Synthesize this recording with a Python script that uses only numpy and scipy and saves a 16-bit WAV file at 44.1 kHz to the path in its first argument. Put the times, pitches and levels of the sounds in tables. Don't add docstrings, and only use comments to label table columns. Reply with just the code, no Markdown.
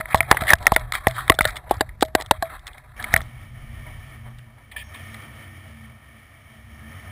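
import sys
import numpy as np
from scipy import signal
from scipy.fft import rfft, irfft, next_fast_len
from scipy.io import wavfile
from scipy.ndimage import map_coordinates

SR = 44100
rng = np.random.default_rng(int(sys.argv[2]) if len(sys.argv) > 2 else 0)


def transcribe(u):
    v = np.clip(np.atleast_2d(u).T, -1, 1)
    q = np.round(v * 32767).astype(np.int16)
    wavfile.write(sys.argv[1], SR, q)


def volts(x):
    e = np.asarray(x, float) / 20
    return 10 ** e


N = 313551

# time in seconds, jolting of the cab in dB, engine drone in the body in dB.
RIDE = [(0.0, -40, -66), (0.15, -55, -33.5), (0.55, -37, -45), (0.8, -37, -77), (1.1, -46.5, -47),
        (1.44, -38, -65.5), (1.52, -38.5, -55.5), (1.6, -47, -65), (1.75, -37, -59), (2.3, -44.5, -56),
        (2.75, -48, -67.5), (3.0, -47.5, -48), (3.17, -30, -45), (3.3, -49, -46.5), (3.82, -42, -44),
        (4.39, -52.5, -50), (4.6, -59, -55.5), (5.05, -60.5, -45.5), (5.86, -83, -47.5), (6.26, -67, -52.5),
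        (7.11, -63, -42)]
# resonance in Hz, width in Hz, level in dB.
CAB_AIR = [(42.05, 42.6, -1.5), (28.56, 12, -3.5), (20, 16, -10)]
# resonance in Hz, width in Hz, level in dB.
PANELS = [(65.6, 14, -2), (98, 10.7, 0), (126.5, 14.4, 1.5), (142.8, 64, -6)]
# resonance in Hz, width in Hz, level in dB.
DOOR = [(221, 20, 0)]
# resonance in Hz, width in Hz, level in dB.
ROOF = [(118, 9, 0)]
PANEL_JOLT_DB, PANEL_DRONE_DB, DOOR_DB, ROOF_DB = -10.5, 0, -11.5, -18
DOOR_FROM_S = 2.965
# peak in seconds, rise in seconds, fall in seconds, level in dB.
ROOF_SWELLS = [(0.79, 0.15, 0.24, -38), (1.09, 0.023, 0.16, -29.5), (2.47, 0.52, 0.56, -64.5),
               (3.3, 0.39, 1.1, -43.5), (4.28, 0.094, 0.32, -41.5), (4.46, 0.39, 0.12, -54.5),
               (3.72, 0.54, 0.31, -55), (5.3, 0.2, 0.3, -52), (6.71, 1, 1, -55.5)]
# peak in seconds, rise in seconds, fall in seconds, level in dB.
DOOR_SWELLS = [(3.02, 0.058, 0.22, -49), (3.6, .5, 0.35, -55), (4.3, .3, 0.31, -53),
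               (5.15, .4, 0.63, -51.5), (5.78, 0.23, 0.44, -49), (6.85, 0.61, 0.41, -54.5)]
ROOF_HUM_HZ, DOOR_HUM_HZ = 120.6, 223

# time in seconds, firing rate in Hz, level in dB.
ENGINE = [(4.7, 60.37, -51), (4.82, 64.16, -45), (5.0, 86.7, -47), (5.12, 107, -41), (5.3, 107.1, -51.5),
          (5.5, 92.96, -45), (5.7, 79.7, -48.5), (5.85, 70.8, -47), (6.05, 69.8, -53), (6.4, 57.1, -62.5),
          (6.62, 62.5, -55), (6.85, 74.1, -45), (7.0, 89.4, -48), (7.11, 98, -45)]
# time in seconds, whine in Hz, level in dB.
GEAR_WHINE = [
    (6.7, 1658, -85),
    (6.82, 1660, -60),
    (7.0, 2000, -51),
    (7.11, 2000, -63),
]
# resonance in Hz, width in Hz, level in dB.
FLOOR_PAN = [(322, 36, -6)]

# time in seconds, level in dB.
TYRES = [(2.965, -51.5), (3.2, -54.5), (3.48, -55), (4.05, -52.5), (4.53, -62.5), (4.75, -60.5),
         (4.93, -54), (4.96, -52), (5.16, -47.5), (5.45, -53), (5.82, -54.5), (6.05, -58.5), (6.34, -58),
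         (6.73, -55.5), (6.91, -52.5), (7.11, -50.5)]
# resonance in Hz, width in Hz, level in dB.
ROAD = [(662, 167, -0.5), (276.3, 45, 1.5), (860, 410, -42.5), (1250, 168, 1.5), (1817, 78, 8),
        (2255, 114, 5.5), (3070, 220, 0), (3360, 780, -9.5), (4850, 370, -16), (5550, 300, -13.5)]
# peak in seconds, rise in seconds, fall in seconds, level in dB.
SEAL_HISS = [
    (2.975, .02, .05, -56),
    (4.86, 0.12, 0.5, -63),
    (5.16, 0.61, 0.61, -71),
    (6.98, .6, .6, -64),
]
# resonance in Hz, width in Hz, level in dB.
SEAL = [(5560, 160, 0)]

# time in seconds, level in dB, pitch in Hz.
AXLE_BUMPS = [(1.777, -24.5, 90), (2.394, -29, 80), (1.47, -25, 110), (1.432, -28, 60), (3.21, -30, 70),
              (1.225, -37, 125)]
# peak in seconds, rise in seconds, fall in seconds, level in dB.
TWIGS = [
    (4.716, 0.0027, 0.038, -39.5),
    (4.764, 0.0029, 0.065, -32),
    (4.795, 0.021, 0.035, -44),
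    (4.82, 0.036, 0.018, -42),
    (4.946, 0.009, 0.1, -39.5),
]
# resonance in Hz, width in Hz, level in dB.
DOOR_SKIN = [(1750, 94, 4.5), (2350, 320, 0.5), (3270, 440, -1), (5000, 870, -12)]
# time in seconds, level in
# dB, pitch in Hz, width in Hz.
TAPS = [(1.696, -47, 3300, 1500), (1.768, -52, 4600, 900), (1.795, -54, 3200, 1200),
        (2.261, -47, 3200, 500), (2.732, -49, 3400, 800), (2.78, -44.5, 2230, 270), (2.686, -47, 2500, 300),
        (2.455, -43, 2200, 299), (4.39, -54, 2750, 500), (4.392, -52, 1700, 500), (4.41, -65, 2600, 520),
        (4.72, -53, 3900, 500), (4.765, -46, 1200, 300), (4.79, -53, 4600, 900), (4.949, -45, 1100, 400),
        (1.082, -33, 3970, 2500), (1.809, -22, 470, 300), (2.024, -17.5, 464, 300), (2.31, -20.5, 450, 340),
        (2.311, -16, 1800, 400), (0.48, -46.5, 4000, 2500), (0.585, -48, 3000, 2500),
        (3.163, -20, 1700, 900), (3.227, -53, 5700, 1500), (3, -47, 3400, 360), (2.025, -18, 1600, 700),
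        (2.151, -18, 1700, 800), (1.81, -22, 1800, 900), (4.946, -44, 3500, 500), (0.762, -22, 550, 300),
        (2.312, -22, 550, 200)]
TAP_MS = 2.8

# time in seconds, truck body in dB, lid ring in dB.
THUMPS = [(0.144, -10, -22), (0.2052, -24, -27), (0.312, -11.5, -19), (0.4185, -18, -24.5),
          (0.5336, -8.5, -24.5), (0.6677, -27.5, -24.5), (0.7191, -11, -19.5), (0.7616, -33, -24.5),
          (1.0698, -11.5, -20.5), (1.2993, -8, -19), (1.3872, -29.5, -33), (1.4075, -18.5, -28),
          (1.4526, -59, -28.5), (1.77, -45, -70), (1.807, -23, -20), (2.023, -20.5, -28),
          (2.1486, -23, -29), (2.3105, -19, -30.5), (2.39, -55, -67), (2.425, -35, -23.5),
          (3.1386, -14, -28.5), (3.1607, -45, -32), (0.0, -28.5, -33.5)]
# resonance in Hz, width in Hz, level in dB.
THUD = [(46, 26, 18.5), (65.5, 91, 19.5), (111.1, 2.7, 14), (137, 180, 5.5)]
# note in Hz, width in Hz.
LID_NOTES = [(656, 19), (666, 26), (650, 49), (650, 22), (669, 37), (637, 51), (657, 36), (633, 27),
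             (657, 21), (650, 20), (617, 18), (630, 22), (629, 18.7), (635, 17), (633, 33), (635, 11),
             (635, 14), (630, 17), (635, 17), (657, 17), (640, 27), (660, 22), (640, 14.5)]
# resonance in Hz, width in Hz, level in dB.
LID_UPPER = [(735, 30, -20)]
# time in seconds, level in dB.
BOTTOMS = [(1.3004, -12), (1.8088, -20.5), (2.025, -15), (2.15, -18.5), (2.3104, -21.5)]
# resonance in Hz, width in Hz, level in dB.
STEM = [(313, 140, 0)]

# peak in seconds, rise in seconds, fall in seconds, level in dB, pitch in Hz.
SQUEAKS = [(0.122, 0.0089, 0.011, -31, 1880), (0.132, 0.014, 0.0048, -22, 2106),
           (0.471, .008, .008, -25, 1900), (0.4832, 0.01, 0.0026, -13.5, 1860),
           (0.4903, 0.0052, 0.0036, -15, 2000), (0.495, 0.0055, 0.004, -13, 1884),
           (0.5055, 0.0075, 0.003, -1.5, 1850), (0.514, 0.0085, 0.0025, -13, 1870),
           (0.525, 0.019, 0.0077, -17, 1680), (0.941, 0.0075, 0.0053, -19.5, 1250),
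           (1.167, 0.0068, 0.014, -29, 1820), (1.183, 0.0051, 0.0038, -20.5, 1330),
           (1.19, 0.0046, 0.013, -20.5, 1330), (2.203, 0.0072, 0.0043, -30, 1950),
           (3, 0.011, 0.018, -27.5, 1776)]
SQUEAK_WIDTH_HZ = 150

# peak in seconds,
# rise in seconds, fall in seconds, shell in dB, cavity over shell in dB.
SCRAPES = [(0.004, 0.034, 0.0097, -36, 12), (0.115, 0.13, 0.33, -39, 1), (0.309, 0.03, 0.16, -38.5, 2.5),
           (0.41, 0.0063, 0.02, -30.5, -18), (0.474, 0.017, 0.54, -53, 2), (0.528, 0.12, 0.01, -30.5, 5),
           (0.624, 0.031, 0.28, -41.5, 3), (0.79, 0.034, 0.12, -49.5, 2), (0.958, 0.03, 0.055, -31, -6.5),
           (1.191, 0.16, 0.11, -35, -2.5), (1.297, 0.062, 0.07, -42.5, -5),
           (1.487, 0.081, 0.062, -38.5, -11), (1.57, 0.17, 0.034, -43.5, 2.5),
           (1.748, 0.1, 0.042, -41.5, 6), (1.826, 0.056, 0.21, -52.5, 3.5), (2.06, 0.089, 0.21, -58, -6),
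           (2.201, 0.039, 0.042, -39.5, 6), (2.345, 0.033, 0.028, -51, -8), (2.377, 0.075, 0.0058, -49, 3),
           (2.454, 0.073, 0.65, -55, -9), (2.57, 0.32, 0.0089, -48.5, 0), (2.684, 0.083, 0.43, -53.5, 3),
           (3.003, 0.032, 0.27, -48, 8.5), (3.121, 0.077, 0.1, -43, -11), (3.19, 0.093, 0.031, -47.5, 8.5),
           (3.87, 0.037, 0.25, -66.5, 16), (4.265, 0.043, 0.072, -57.5, 10), (4.5, 0.17, 0.18, -66.5, 6),
          (4.58, 0.0071, 0.04, -59.5, 10.5), (4.73, 0.045, 0.33, -61.5, 12),
          (1.05, 0.028, 0.031, -50.5, -7), (2.45, 0.031, 0.039, -53, -17)]
# resonance in Hz, width in Hz, level in dB.
HOLLOW = [(343, 350, -15), (670, 33, 6), (800, 148, -5), (1058, 21, 6)]
# resonance in Hz, width in Hz, level in dB.
RUB_BRIGHT = [(4400, 700, -11)]
# centre in Hz, width in Hz, level in dB.
RUB_AIR = [(2850, 500, 0), (5200, 1500, 0)]
RUB_TOP_HZ, RUB_AIR_DB, AIR_GROWS = 5030, -4, 1.3
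SCRAPE_CLICK_DB, CLICK_GROWS = 2, 1.245
WANDER_DB = 3

# resonance in Hz, width in Hz, level in dB.
SHELL = [(1221, 120, -1), (1827, 393, 5.5), (2000, 446, 8), (2276, 369, -0.5)]
# resonance in Hz, width in Hz, level in dB.
CLICK = [(2900, 640, -23), (3506, 285, 0), (4157, 240, -6.5), (4700, 430, -15.5)]
# multiple of the blow's cavity pitch, width as a share of it, level in dB.
CAVITY = [(0.45, 0.46, -9.5), (1.029, 0.24, 8)]
# centre in Hz, width in Hz, level in dB.
CRACK = [(1500, 1510, 1), (2920, 2500, -5)]
CRACK_DB, CRACK_CAVITY = -18.5, 0.42
# resonance in Hz, width in Hz, level in dB.
LENS_RING = [(5230, 1100, 0)]
LENS_RING_DB = -12
# time in seconds, shell in dB, cavity over shell in dB, cavity pitch in Hz, click over shell in dB.
BLOWS = [(0.145, -8.5, 3.5, 860, -42.5), (0.2052, -8.5, -15, 736, -20), (0.3127, -7.5, 13.5, 1040, -8),
         (0.3253, -18.5, 3.5, 804, -19.5), (0.3447, -33.5, 12, 860, -3.5), (0.4191, -22.5, 2.5, 700, -11.5),
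         (0.5331, 2.5, -7, 925, -19.5), (0.6672, 1.5, -22.5, 1046, -19), (0.7195, -12, 2, 814, -19.5),
         (0.762, -7, -9.5, 860, -14.5), (1.069, -10, 2, 770, -14.5), (1.2978, 2, -10.5, 613, -3),
         (1.32, -18, -5.5, 775, -14), (1.3884, -13, -5, 695, -6), (1.4081, -8.5, -7.5, 1030, -18.5),
         (1.452, -12.5, -4, 626, -4.5), (1.7095, -37, 30, 760, 6.5), (1.808, -15.5, 5, 800, -2),
         (2.0244, -15.5, 10, 795, -1), (2.1503, -13, 5, 714, -3.5), (2.3101, -16, 14.5, 908, 2.5),
         (2.424, -19, 2.5, 740, -8), (3.139, -5, -8.5, 740, -20), (3.162, -9.5, -17.5, 800, -18.5)]
BLOW_MS, SOFTER_LONGER = 1, 0.24
# flank in Hz, flank in dB, shell in Hz, click in Hz.
SPOTS = [(1054, 8, 1820, 1800), (1330, -6, 2000, 3430), (1520, -0.5, 1800, 3300), (1330, 1, 1900, 2700),
         (1280, 4, 2700, 6100), (1320, 12, 2000, 3900), (1060, -6, 1700, 5600), (1340, -1.5, 1900, 1100),
         (1040, 15.5, 1970, 3100), (1400, 2, 1840, 3500), (1030, -2, 1860, 3430), (1100, -1, 1900, 2100),
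         (1270, 2, 1950, 3800), (1490, 0.5, 1500, 3500), (1330, 4.5, 1930, 7700), (1450, 1.5, 1760, 3660),
         (1100, -11, 1000, 3360), (1000, -1, 1630, 3800), (1010, -3, 1400, 3850), (1020, 6.5, 1800, 3850),
         (1000, -9, 3800, 3750), (1090, 3, 1580, 4000), (1500, -9, 1900, 6500), (1330, 0, 1900, 3900)]
# flank in Hz, flank in dB, shell in Hz, click in Hz.
USUAL_SPOT = (1284, -1, 1900, 3427)
# time in seconds, shell in dB, click over shell in dB, contact in milliseconds.
RAPS = [(0.0088, -21.5, -21, 1.2), (0.056, -27, -33, 0.48), (0.23, -28.5, -37, 0.35),
        (0.3694, -15.5, -21, 1.7), (0.4362, -26.5, -8, 1.4), (0.469, -32, -1.5, 1.9),
        (0.479, -33.5, 6.5, 2.7), (0.488, -21.5, -1.5, 7.2), (0.5015, -17, -11.5, 1.8), (0.52, -35, 5, 2.5),
        (0.9218, -19, -3.5, 0.34), (0.936, -35, 5.5, 2.8), (0.951, -19, -9.5, 1.8), (1.1096, -32.5, -2, 1),
        (1.2058, -30.5, -13, 1.5), (1.279, -26, -6, 0.34), (1.4438, -26.5, -3.5, 0.37),
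        (1.5569, -33, -3, 6.9), (1.5666, -28, -1.5, 1.7), (1.8912, -36.5, -17, 1.8),
        (3.0415, -21, -14, 1.8), (3.205, -29.5, -26, 1.3), (3.864, -43, -30, 11), (4.577, -58, -40, 2.5),
        (4.7145, -46.5, -2.5, 5.9), (5.143, -36, -5, 1.8)]
RAP_CAVITY_DB, RAP_CAVITY_HZ = -19.5, 1100
# time in seconds, shell in dB, cavity over shell in dB.
TICKS = [(0.173, -37, 3), (0.554, -43, -15), (0.6268, -43, 5), (0.655, -43, 14), (0.6777, -32.5, 10),
         (0.746, -36, -22), (0.795, -42.5, -5), (1.3416, -39.5, 7.5), (1.4285, -39, -11),
         (1.4753, -32.5, -14.5), (1.7402, -46, 10), (2.0085, -31.5, -17.5), (1.6935, -52.5, -11),
         (2.05, -42, 4), (2.0822, -56, 14), (2.2003, -46, 18), (2.21, -31.5, -2), (2.22, -34, 2),
         (2.261, -42.5, -10), (2.593, -50.5, -16), (2.668, -35.5, -29), (2.677, -37, -30),
         (2.78, -49.5, -1), (3.0255, -36, -23), (3.1744, -35, 1), (3.2152, -40, 1), (4.262, -68, 18),
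         (4.385, -52, -6)]
TICK_CAVITY_HZ, TICK_CLICK_DB, TICK_MS = 740, 1.5, 1.5
# time in seconds, level in dB.
SNAPS = [(0.156, -31), (0.18, -37), (0.186, -45), (0.226, -43.5), (0.735, -37.5), (0.739, -35.5),
         (0.779, -50), (0.945, -35), (1.349, -40), (1.419, -35), (1.506, -42), (1.575, -43), (2.019, -31),
         (2.058, -50), (3.133, -37), (3.182, -53)]
LOW_NOTE_CUT_DB = -1
KICK, CLICK_SHORTER = 1.62, 0.81

HOLD_UP, HOLD_DOWN, HOLD = 40, 147, 4
HISS_DB = -75


def unit(x):
    return x / np.sqrt(np.mean(x ** 2) + 1e-20)


def curves(rows, off_db=None):
    s, *cols = np.transpose(rows)
    return [np.interp(np.arange(N) / SR, s, c, off_db, off_db) for c in cols]


def wobble(rate):
    knots = rng.standard_normal(int(N * rate / SR) + 4)
    return map_coordinates(knots, [np.arange(N) * rate / SR])


def ring(x, modes):
    n = x.shape[-1]
    m = next_fast_len(n + min(n, SR // 4))
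    f = np.fft.rfftfreq(m, 1 / SR)
    body = 0
    for k, (hz, width, db) in enumerate(modes):
        damping = 1j * f * width
        body = body + (-1) ** k * volts(db) * damping / (hz * hz - f * f + damping)
    return irfft(rfft(x, m) * body, m)[..., :n]


def ring_twice(x, modes):
    return ring(ring(x, modes), modes)


def retune(modes, share):
    return [(hz * share, width, db) for hz, width, db in modes]


def grit(rough_db, rate):
    return unit(volts(rough_db * wobble(rate)) * rng.standard_normal(N))


def strokes(rows, extra_db=0):
    t = np.arange(0, N, 8) / SR
    gain = 0
    for (s, rise, fall, db), more in zip(rows, extra_db + np.zeros(len(rows))):
        gain = gain + volts(db + more - 20 * np.maximum((s - t) / rise, (t - s) / fall))
    return np.interp(np.arange(N) / SR, t, gain)


def strike(s, db, force, modes):
    rung = ring(force, modes)
    sound = volts(db) * rung / np.sqrt(np.mean(rung[:, :300] ** 2, axis=1, keepdims=True))
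    where = np.round(s * SR).astype(int) + np.arange(force.shape[1])
    return np.bincount(where.ravel(), sound.ravel(), N + SR)[:N]


def hum(hz):
    waver = 1 + .009 * wobble(6)
    return volts(3 + 2.2 * wobble(9)) * np.sin(2 * np.pi * np.cumsum(hz * waver) / SR)


def boom(modes):
    return unit(ring_twice(rng.standard_normal(N), modes))


def cab_shake():
    jolt, drone = volts(curves(RIDE))
    door_heard = np.arange(N) > DOOR_FROM_S * SR
    air = jolt * boom(CAB_AIR)
    panels = (volts(PANEL_JOLT_DB) * jolt + volts(PANEL_DRONE_DB) * drone) * boom(PANELS)
    roof = volts(ROOF_DB) * drone * boom(ROOF) + strokes(ROOF_SWELLS) * hum(ROOF_HUM_HZ)
    door = volts(DOOR_DB) * drone * door_heard * boom(DOOR) + strokes(DOOR_SWELLS) * hum(DOOR_HUM_HZ)
    return air + panels + roof + door


def engine():
    hz, db = curves(ENGINE)[0], curves(ENGINE, off_db=-120)[1]
    turn = 2 * np.pi * np.cumsum(hz) / SR

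    def order(k):
        return volts(db + 1.5 * wobble(4)) * np.sin(k * turn)

    door = volts(-3) * ring_twice(order(2) + order(3), [(224, 30, 0)])
    slowing = np.gradient(hz) < 0
    floor = ring_twice((order(3) + order(7 / 2) + order(4)) * slowing, FLOOR_PAN)
    whine_hz, whine_db = curves(GEAR_WHINE)
    whine = volts(whine_db + 2.5 * wobble(23)) * np.sin(2 * np.pi * np.cumsum(whine_hz) / SR)
    return order(1) + door + floor + whine


def tyres():
    rush = grit(rough_db=1.13, rate=21)
    low = volts(.8 * wobble(9)) * ring(rush, ROAD[:4])
    high = volts(.8 * wobble(9)) * ring(rush, ROAD[4:])
    seal = strokes(SEAL_HISS) * unit(ring_twice(grit(rough_db=3, rate=30), SEAL))
    return volts(curves(TYRES, off_db=-120)[0] + 5.5) * unit(low + high) + seal


def axle_bumps():
    clock = np.arange(N) / SR
    sound = np.zeros(N)
    for s, db, hz in AXLE_BUMPS:
        t = clock - s
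        sound += volts(db) * np.exp(-(t * hz) ** 2) * np.cos(2 * np.pi * hz * t)
    return sound


def twigs():
    return strokes(TWIGS) * unit(ring_twice(grit(rough_db=0.0, rate=360), DOOR_SKIN))


def taps():
    s, db, hz, width = np.transpose(TAPS)[..., None]
    t = np.arange(SR // 20) / SR
    band = [(hz, width, 0)]
    burst = rng.standard_normal((len(s), len(t))) * np.exp(-t / (TAP_MS / 1000))
    return strike(s, db, ring(burst, band), band)


def jolts():
    s, body_db, lid_db = np.transpose(THUMPS)[..., None]
    end_s, end_db = np.transpose(BOTTOMS)[..., None]
    lid = [(*np.transpose(LID_NOTES)[..., None], 0)] + LID_UPPER
    t = np.arange(SR // 3)[None] / SR

    def push(span):
        return np.exp(-((t - .0016) / span) ** 2)

    stem = strike(end_s, end_db, push(0.0003), STEM)
    thud = strike(s, body_db - 4.5, push(0.00074), THUD)
    return stem + thud + strike(s, lid_db - 0.5, push(0.000094), lid)


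def squeaks():
    s, rise, fall, db, hz = np.transpose(SQUEAKS)[..., None]
    t = np.arange(SR // 10) / SR - .05
    tone = ring(rng.standard_normal((len(s), len(t))), [(hz, SQUEAK_WIDTH_HZ, 0)])
    tone = tone / np.abs(signal.hilbert(tone)) ** .5
    swell = volts(db - 20 * np.maximum(-t / rise, t / fall))
    sound = tone / tone.std(axis=1, keepdims=True) * swell
    sound = ring(sound, [(hz, 700, 0), (3600, 400, -14)])
    where = np.round((s + t) * SR).astype(int)
    return np.bincount(where.ravel(), sound.ravel(), N)


def rubbing():
    scrape = grit(rough_db=3, rate=130)
    rows = np.array(SCRAPES)
    rub = strokes(rows[:, :-1])
    cavity_rub = strokes(rows[:, :-1], rows[:, -1])

    def part(modes):
        spots = [volts(WANDER_DB * wobble(20.91)) * ring(scrape, retune(modes, share)) for share in (.93, 1.06)]
        return unit(sum(spots))

    shell = rub * (part(SHELL[1:]) + part(SHELL[:1]))
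    click = volts(SCRAPE_CLICK_DB) * rub ** CLICK_GROWS * part(CLICK + RUB_BRIGHT)
    sound = shell - click + cavity_rub * part(HOLLOW)
    air = volts(RUB_AIR_DB) * rub ** AIR_GROWS * unit(ring(scrape, RUB_AIR))
    return signal.sosfilt(signal.butter(5, RUB_TOP_HZ, fs=SR, output="sos"), sound) + air


def contacts():
    blows = [(*row, BLOW_MS * volts(-SOFTER_LONGER * row[1])) for row in BLOWS]
    raps = [(s, db, RAP_CAVITY_DB, RAP_CAVITY_HZ, click_db, ms) for s, db, click_db, ms in RAPS]
    ticks = [(*row, TICK_CAVITY_HZ, TICK_CLICK_DB, TICK_MS) for row in TICKS]
    snaps = [(s, db - 11.0, -10, TICK_CAVITY_HZ, 14, TICK_MS) for s, db in SNAPS]
    return blows + raps + ticks + snaps


def knocks():
    rows = contacts()
    s, db, cavity_db, cavity_hz, click_db, ms = np.transpose(rows)[..., None]
    spots = SPOTS + [USUAL_SPOT] * (len(rows) - len(SPOTS))
    flank_hz, flank_db, shell_hz, click_hz = np.transpose(spots)[..., None]
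    light = slice(len(BLOWS) + len(RAPS), None)

    t = np.arange(SR // 14) / SR
    blow = np.exp(-t / (1.72 * np.maximum(ms, .4) / 1000)) * (1 - np.exp(-t / 0.000067))
    shell_noise, click_noise = rng.standard_normal((2, len(s), len(t)))
    ragged = shell_noise * blow
    kick = KICK * np.exp(-((t - .0006) / .00009) ** 2) / np.maximum(ms, 1)
    push = np.exp(-((t - .0012) / 0.00017) ** 2)

    walls = [(flank_hz, SHELL[0][1], flank_db)] + retune(SHELL[1:], shell_hz / USUAL_SPOT[2])
    edges = CLICK[:1] + retune(CLICK[1:], click_hz / USUAL_SPOT[3])
    cavity = []
    for share, width, level in CAVITY:
        cavity_width = cavity_hz * width * 1.5 / np.maximum(ms, .8)
        cavity.append((cavity_hz * share, cavity_width, level - LOW_NOTE_CUT_DB * ms * (share < 1)))

    crack_db = db + CRACK_CAVITY * np.maximum(cavity_db, 0) + CRACK_DB
    lens_db = (db + click_db)[light] + LENS_RING_DB
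    sound = strike(s, db - 3.0, ragged + kick, walls)
    sound += strike(s, db + click_db - 3.5, click_noise * blow ** (1 / CLICK_SHORTER), edges)
    sound += strike(s, db + cavity_db - 3.5, push + 0.82 * ragged, cavity)
    sound += strike(s, crack_db, click_noise * blow + kick, CRACK)
    return sound + strike(s[light], lens_db, ring(ragged[light], LENS_RING), LENS_RING)


def scene():
    background = cab_shake() + engine() + tyres()
    passing = axle_bumps() + twigs() + taps()
    housing = jolts() + squeaks() + rubbing() + knocks()
    return (background + passing + housing)[None]


def roll_off(x):
    return signal.sosfilt(signal.butter(12, 16340, fs=SR, output="sos"), x)


def record(dry):
    coarse = np.clip(signal.resample_poly(dry[0], HOLD_UP, HOLD_DOWN), -.98, .98)
    coarse = coarse + volts(HISS_DB) * rng.standard_normal(len(coarse))
    held = signal.resample_poly(np.repeat(coarse, HOLD), HOLD_DOWN, HOLD_UP * HOLD)
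    held = signal.sosfiltfilt(signal.butter(12, 15400, fs=SR, output="sos"), held)
    return roll_off(np.clip(held[None, :N], -1, 1))


dry = scene()
out = record(dry)
transcribe(out)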